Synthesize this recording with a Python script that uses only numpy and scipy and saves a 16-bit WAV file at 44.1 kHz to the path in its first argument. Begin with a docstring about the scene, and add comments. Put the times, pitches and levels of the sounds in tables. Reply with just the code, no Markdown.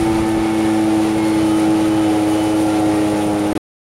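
"""A petrol vacuum sucks dung off open ground, close to the microphone. Its two-stroke engine drones at
full throttle and slowly sags, the fan whines, air roars and whistles in the ribbed hose and hisses at
the nozzle, grit crackles and lumps rush up the pipe. A slower engine, probably the tracked carrier's,
idles underneath; wind brushes the microphone at first. The sound drops out for an instant, then stops."""
import sys
import numpy as np
from scipy import signal
from scipy.fft import rfft, irfft
from scipy.io import wavfile
from scipy.ndimage import uniform_filter1d, minimum_filter1d

SR = 44100
rng = np.random.default_rng(int(sys.argv[2]) if len(sys.argv) > 2 else 0)


def wav_out(sig):
    """Save sig, one row per channel (or a flat mono array), as 16-bit PCM at SR to the path in sys.argv[1]."""
    wavfile.write(sys.argv[1], SR, np.round(np.clip(np.atleast_2d(sig).T, -1, 1) * 32767).astype(np.int16))


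N = 176400

# spectrum of grit striking the pipe: f/Hz, relative level/dB
GRIT_SPECTRUM = [(1500, -17), (3500, -14), (7000, 0.5), (9700, 7), (12000, -0.5), (15500, -17)]


def undb(db):
    """Decibels to gain."""
    return 10 ** (np.asarray(db) / 20)


def unit(x):
    """Scale to rms 1."""
    return x / np.sqrt(np.mean(x ** 2))


def seconds():
    """Time of every sample."""
    return np.arange(N) / SR


def curve(rows):
    """Join (t/s, value) rows by straight lines."""
    return np.interp(seconds(), *np.array(rows).T)


def drift(rate_hz):
    """Smooth random drift at rms 1."""
    hold = int(SR / rate_hz)
    steps = rng.standard_normal(2048)[np.arange(N) // hold]
    return unit(uniform_filter1d(uniform_filter1d(steps, hold), hold))


def colour(x, spectrum):
    """Filter a sound by (f/Hz, level/dB) points and scale it to rms 1."""
    hz, db = np.array(spectrum).T
    bins_hz = np.maximum(np.fft.rfftfreq(N, 1 / SR), 1)
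    gain = undb(np.interp(np.log(bins_hz), np.log(hz), db))
    return unit(irfft(rfft(x) * gain, N))


def resonate(x, hz, width_hz, stages=1):
    """Equal resonances in series, each width_hz wide with gain 1 at its centre."""
    for _ in range(stages):
        x = signal.lfilter(*signal.iirpeak(hz, hz / width_hz, fs=SR), x)
    return x


def swells(rows):
    """Bell-shaped swells from (t/s, half-width/s, level/dB) rows."""
    return sum(undb(db) * np.exp(-((seconds() - at) / width) ** 2) for at, width, db in rows)


def impacts(per_s):
    """Clicks of random size at random times."""
    return (rng.random(N) < per_s / SR) * rng.standard_normal(N)


def harmonic(turns, order, db, waver_db):
    """One multiple of the shaft speed, its level wavering slowly and fluttering fast."""
    waver = waver_db * (drift(3.91) + 1.15 * drift(45))
    return np.sqrt(2) * undb(db + waver) * np.sin(2 * np.pi * (order * turns + rng.random()))


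def two_stroke(turns):
    """The engine fires once a turn; its third harmonic booms far above the others."""
    # levels of harmonics 3, 2 and 7: t/s, level/dB
    drone_level = [(0, -17.5), (.45, -18), (.9, -16), (1.15, -17), (1.4, -15), (2.0, -16), (2.25, -16.5),
                   (2.7, -16), (3.1, -17.5), (3.28, -19.5), (3.55, -19.5)]
    second_level = [(0, -27), (.7, -25.5), (1.3, -27.5), (1.9, -28.5), (2.25, -33.5), (2.65, -33),
                    (3.1, -28), (3.55, -29)]
    seventh_level = [(0, -33), (.95, -29.5), (1.3, -44), (1.65, -29.5), (1.93, -41), (2.12, -30),
                     (2.5, -39.5), (2.8, -28), (3.05, -38), (3.3, -30.5), (3.55, -34)]
    growl_level = [(0, -46), (.5, -47), (.85, -42.5), (1.25, -44), (1.55, -41), (2.3, -38), (2.7, -37.5),
                   (3.1, -35.5), (3.55, -37)]  # harmonics 4 to 6 swell into a growl: t/s, level/dB
    growl_orders = [(4, 6.5), (5, 7), (6, 5)]  # their balance: shaft multiple, added level/dB
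    other_orders = [(1, -33.5), (8, -34), (9, -49), (10, -50), (11, -47.5)]  # remaining harmonics: shaft multiple, level/dB
    tone = harmonic(turns, 3, curve(drone_level), waver_db=.55)
    tone += harmonic(turns, 2, curve(second_level), waver_db=.55)
    tone += harmonic(turns, 7, curve(seventh_level), waver_db=1)
    tone += sum(harmonic(turns, k, curve(growl_level) + db, waver_db=1) for k, db in growl_orders)
    return tone + sum(harmonic(turns, k, db, waver_db=1) for k, db in other_orders)


def exhaust(turns):
    """Each firing blows an uneven puff of gas that rings the silencer."""
    silencer_modes = [(355, 70, -11.5), (469.6, 61, 0.5), (555, 63, 1), (647, 72, -11.5), (760, 45, 0.5),
                      (813.7, 49, 3.5), (867, 53, -0.5)]  # resonances: f/Hz, stage width/Hz, relative level/dB
    rasp_level = [(0, -31), (1.3, -30), (2.2, -30), (3.1, -29), (3.55, -30)]  # exhaust rasp: t/s, level/dB
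    puffs = rng.standard_normal(N) * np.exp(-(turns % 1) / .47)
    rasp = sum(undb(db) * resonate(puffs, hz, width, stages=2) for hz, width, db in silencer_modes)
    return undb(curve(rasp_level)) * unit(rasp)


def fan(turns):
    """A faint whine of high shaft multiples over a roar of air, which pulses with the shaft."""
    roar_spectrum = [(40, -4.5), (100, 0.5), (250, 1), (400, 6.5), (850, -0.5), (1000, -1.5), (1350, -2),
                     (1600, -7.5), (2250, -5), (3100, -10), (4200, -13), (6500, -18.5), (10000, -16),
                     (16000, -42)]  # air in fan and hose: f/Hz, relative level/dB
    roar_level = [(0, -26.5), (1.2, -27.5), (1.9, -27), (2.2, -28), (3.1, -27), (3.3, -30), (3.55, -28.5)]  # its roar: t/s, level/dB
    whine_db, db_per_octave = -48.5, -7.5
    whine = sum(harmonic(turns, k, whine_db + db_per_octave * np.log2(k / 12), waver_db=2.2)
                for k in range(12, 37))
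    air = rng.standard_normal(N) * (1 + .1 * np.cos(2 * np.pi * turns))
    flicker_db = .79 * drift(25.1)
    return whine + colour(air, roar_spectrum) * undb(curve(roar_level) + flicker_db)


def nozzle():
    """Air hisses into the pipe, flickering in level."""
    hiss_spectrum = [(3000, -12), (5500, -7.5), (7500, -10.5), (8800, -5), (10200, -5.5), (11300, -11.5),
                     (12500, -20.5), (15500, -21)]  # air at the nozzle: f/Hz, relative level/dB
    hiss_level = [(0, -39), (.42, -49.5), (.6, -42), (1.45, -40), (1.8, -41), (2.14, -41.5), (2.3, -38.5),
                  (2.9, -40), (3.55, -40.5)]  # its hiss: t/s, level/dB
    hiss = colour(rng.standard_normal(N), hiss_spectrum)
    return hiss * undb(curve(hiss_level) + 1.4 * drift(46))


def grit():
    """Loose grit crackles lightly in the pipe all the time."""
    hits = impacts(per_s=58)
    tick = rng.standard_normal(N) * np.exp(-seconds() / .002)
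    return undb(-49.5) * colour(signal.fftconvolve(hits, tick)[:N], GRIT_SPECTRUM)


def wind():
    """A few low buffets on the microphone."""
    rumble_spectrum = [(10, -29), (30, -9), (45, -4.5), (110, -2), (180, -9), (400, -12.5), (1500, -73.5)]  # wind rumble: f/Hz, relative level/dB
    gusts = [(.07, 0.17, -26), (.22, .03, -31.5), (.38, 0.035, -22), (.58, 0.052, -39)]  # buffets: t/s, half-width/s, level/dB
    return colour(rng.standard_normal(N), rumble_spectrum) * swells(gusts)


def idling_engine():
    """Slow, uneven firings ring a second silencer in soft thumps."""
    firing_rate = [(0, 15.45), (2.1, 15.45), (2.2, 15.1), (3.6, 15.1)]  # idle speed: t/s, firing rate/Hz
    silencer_modes = [(70.4, .11, -6.5), (126.8, 0.11, -2), (141.3, 0.086, -0.5), (192.4, 0.27, -9)]  # ring of one firing: f/Hz, t60/s, relative level/dB
    idle_level = [(0, -37), (.9, -34), (1.3, -33), (1.95, -31), (2.2, -36.5), (2.8, -35), (3.2, -30),
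                  (3.55, -33.5)]  # thumps: t/s, level/dB
    first_firing_s, scatter_db = .058, 2.1
    t = seconds()
    turns = np.cumsum(curve(firing_rate)) / SR - first_firing_s * firing_rate[0][1]
    fires_at = np.flatnonzero(np.diff(np.floor(turns)) > 0)
    firings = np.zeros(N)
    firings[fires_at] = undb(scatter_db * rng.standard_normal(N))[:len(fires_at)]
    ring = sum((-1) ** k * undb(db - 60 * t / t60) * np.sin(2 * np.pi * hz * t)
               for k, (hz, t60, db) in enumerate(silencer_modes))
    thumps = resonate(signal.fftconvolve(firings, ring)[:N], hz=140, width_hz=170)
    return undb(curve(idle_level)) * unit(thumps)


def hose_whistles():
    """Air in the ribbed hose whistles softly on one wavering note after another."""
    notes = [(0.103, .15, 2200, -41), (0.302, 0.11, 1757, -39.5), (.35, .35, 1268, -41.5),
             (0.56, 0.23, 2185, -39.5), (.7, .1, 1755, -41), (1.25, .14, 2168, -37.5), (1.3, .2, 4325, -46),
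             (1.52, 0.2, 3010, -42.5), (1.529, .07, 1258, -34), (1.924, 0.18, 1272, -40),
             (2.02, 0.18, 2998, -41.5), (2.428, .14, 2985, -39), (2.766, 0.19, 1370, -40)]  # whistles: t/s, half-width/s, f/Hz, level/dB
    drift_hz = 9.5
    whistles = np.zeros(N)
    for at, width, hz, db in notes:
        tone = np.sin(2 * np.pi * np.cumsum(hz + drift_hz * drift(60)) / SR)
        flicker = undb(-drift(30))
        whistles += unit(tone * flicker) * swells([(at, width, db)])
    return whistles


def lumps():
    """Each lump rushes up the pipe in a spray of tiny impacts."""
    rushes = [(.3, .03, -39), (1.87, .03, -43), (2.3, .04, -40), (2.47, .06, -54), (2.62, .08, -41),
              (3.24, .03, -38.5)]  # passing lumps: t/s, half-width/s, level/dB
    grains = impacts(per_s=2800) * undb(rng.random(N))
    return colour(grains, GRIT_SPECTRUM) * swells(rushes)


def slurp():
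    """The hose slurps as the last lump goes in."""
    gulp = resonate(rng.standard_normal(N), hz=3200, width_hz=1100, stages=2)
    return unit(gulp) * swells([(3.225, .022, -36)])


def scene():
    """Engine and fan share one shaft; everything reaches the microphone dry, in the open."""
    shaft_speed = [(0, 110.1), (.45, 109.3), (.9, 107.8), (1.22, 108.15), (1.5, 107), (1.78, 107),
                   (2.0, 106.85), (2.22, 105), (2.4, 106.4), (2.67, 106), (3.03, 104.7), (3.23, 104.3),
                   (3.38, 103.4), (3.58, 104)]  # sagging engine speed: t/s, firing rate/Hz
    jitter_turns = .002 * drift(60)
    turns = np.cumsum(curve(shaft_speed)) / SR + jitter_turns
    machine = two_stroke(turns) + exhaust(turns) + fan(turns)
    suction = slurp() + hose_whistles() + nozzle() + lumps() + grit()
    return (machine + suction + idling_engine() + wind())[None]


def limiter(x, ceiling, window_s):
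    """Turn the level down briefly around peaks above the ceiling."""
    size = int(window_s * SR)
    gain = ceiling / np.maximum(np.abs(x), ceiling)
    return x * uniform_filter1d(minimum_filter1d(gain, size), size)


def record(dry):
    """The recorder limits peaks, notches the treble, drops out briefly, stops, and cuts the top."""
    notch_hz, stage_width_hz, top_hz = 7870, 270, 15750
    dropout_s, resume_s, end_s = 3.531, 3.553, 3.578
    t = seconds()
    sound = limiter(dry, ceiling=.47, window_s=.004)
    notch = signal.iirnotch(notch_hz, notch_hz / stage_width_hz, fs=SR)
    sound = signal.lfilter(*notch, signal.lfilter(*notch, sound))
    running = (t < dropout_s) | ((t > resume_s) & (t < end_s))
    sound *= uniform_filter1d(running.astype(float), size=110)  # 2.5 ms fades
    return signal.sosfilt(signal.ellip(10, .2, 80, top_hz, fs=SR, output="sos"), sound)


dry = scene()
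out = record(dry)
wav_out(out)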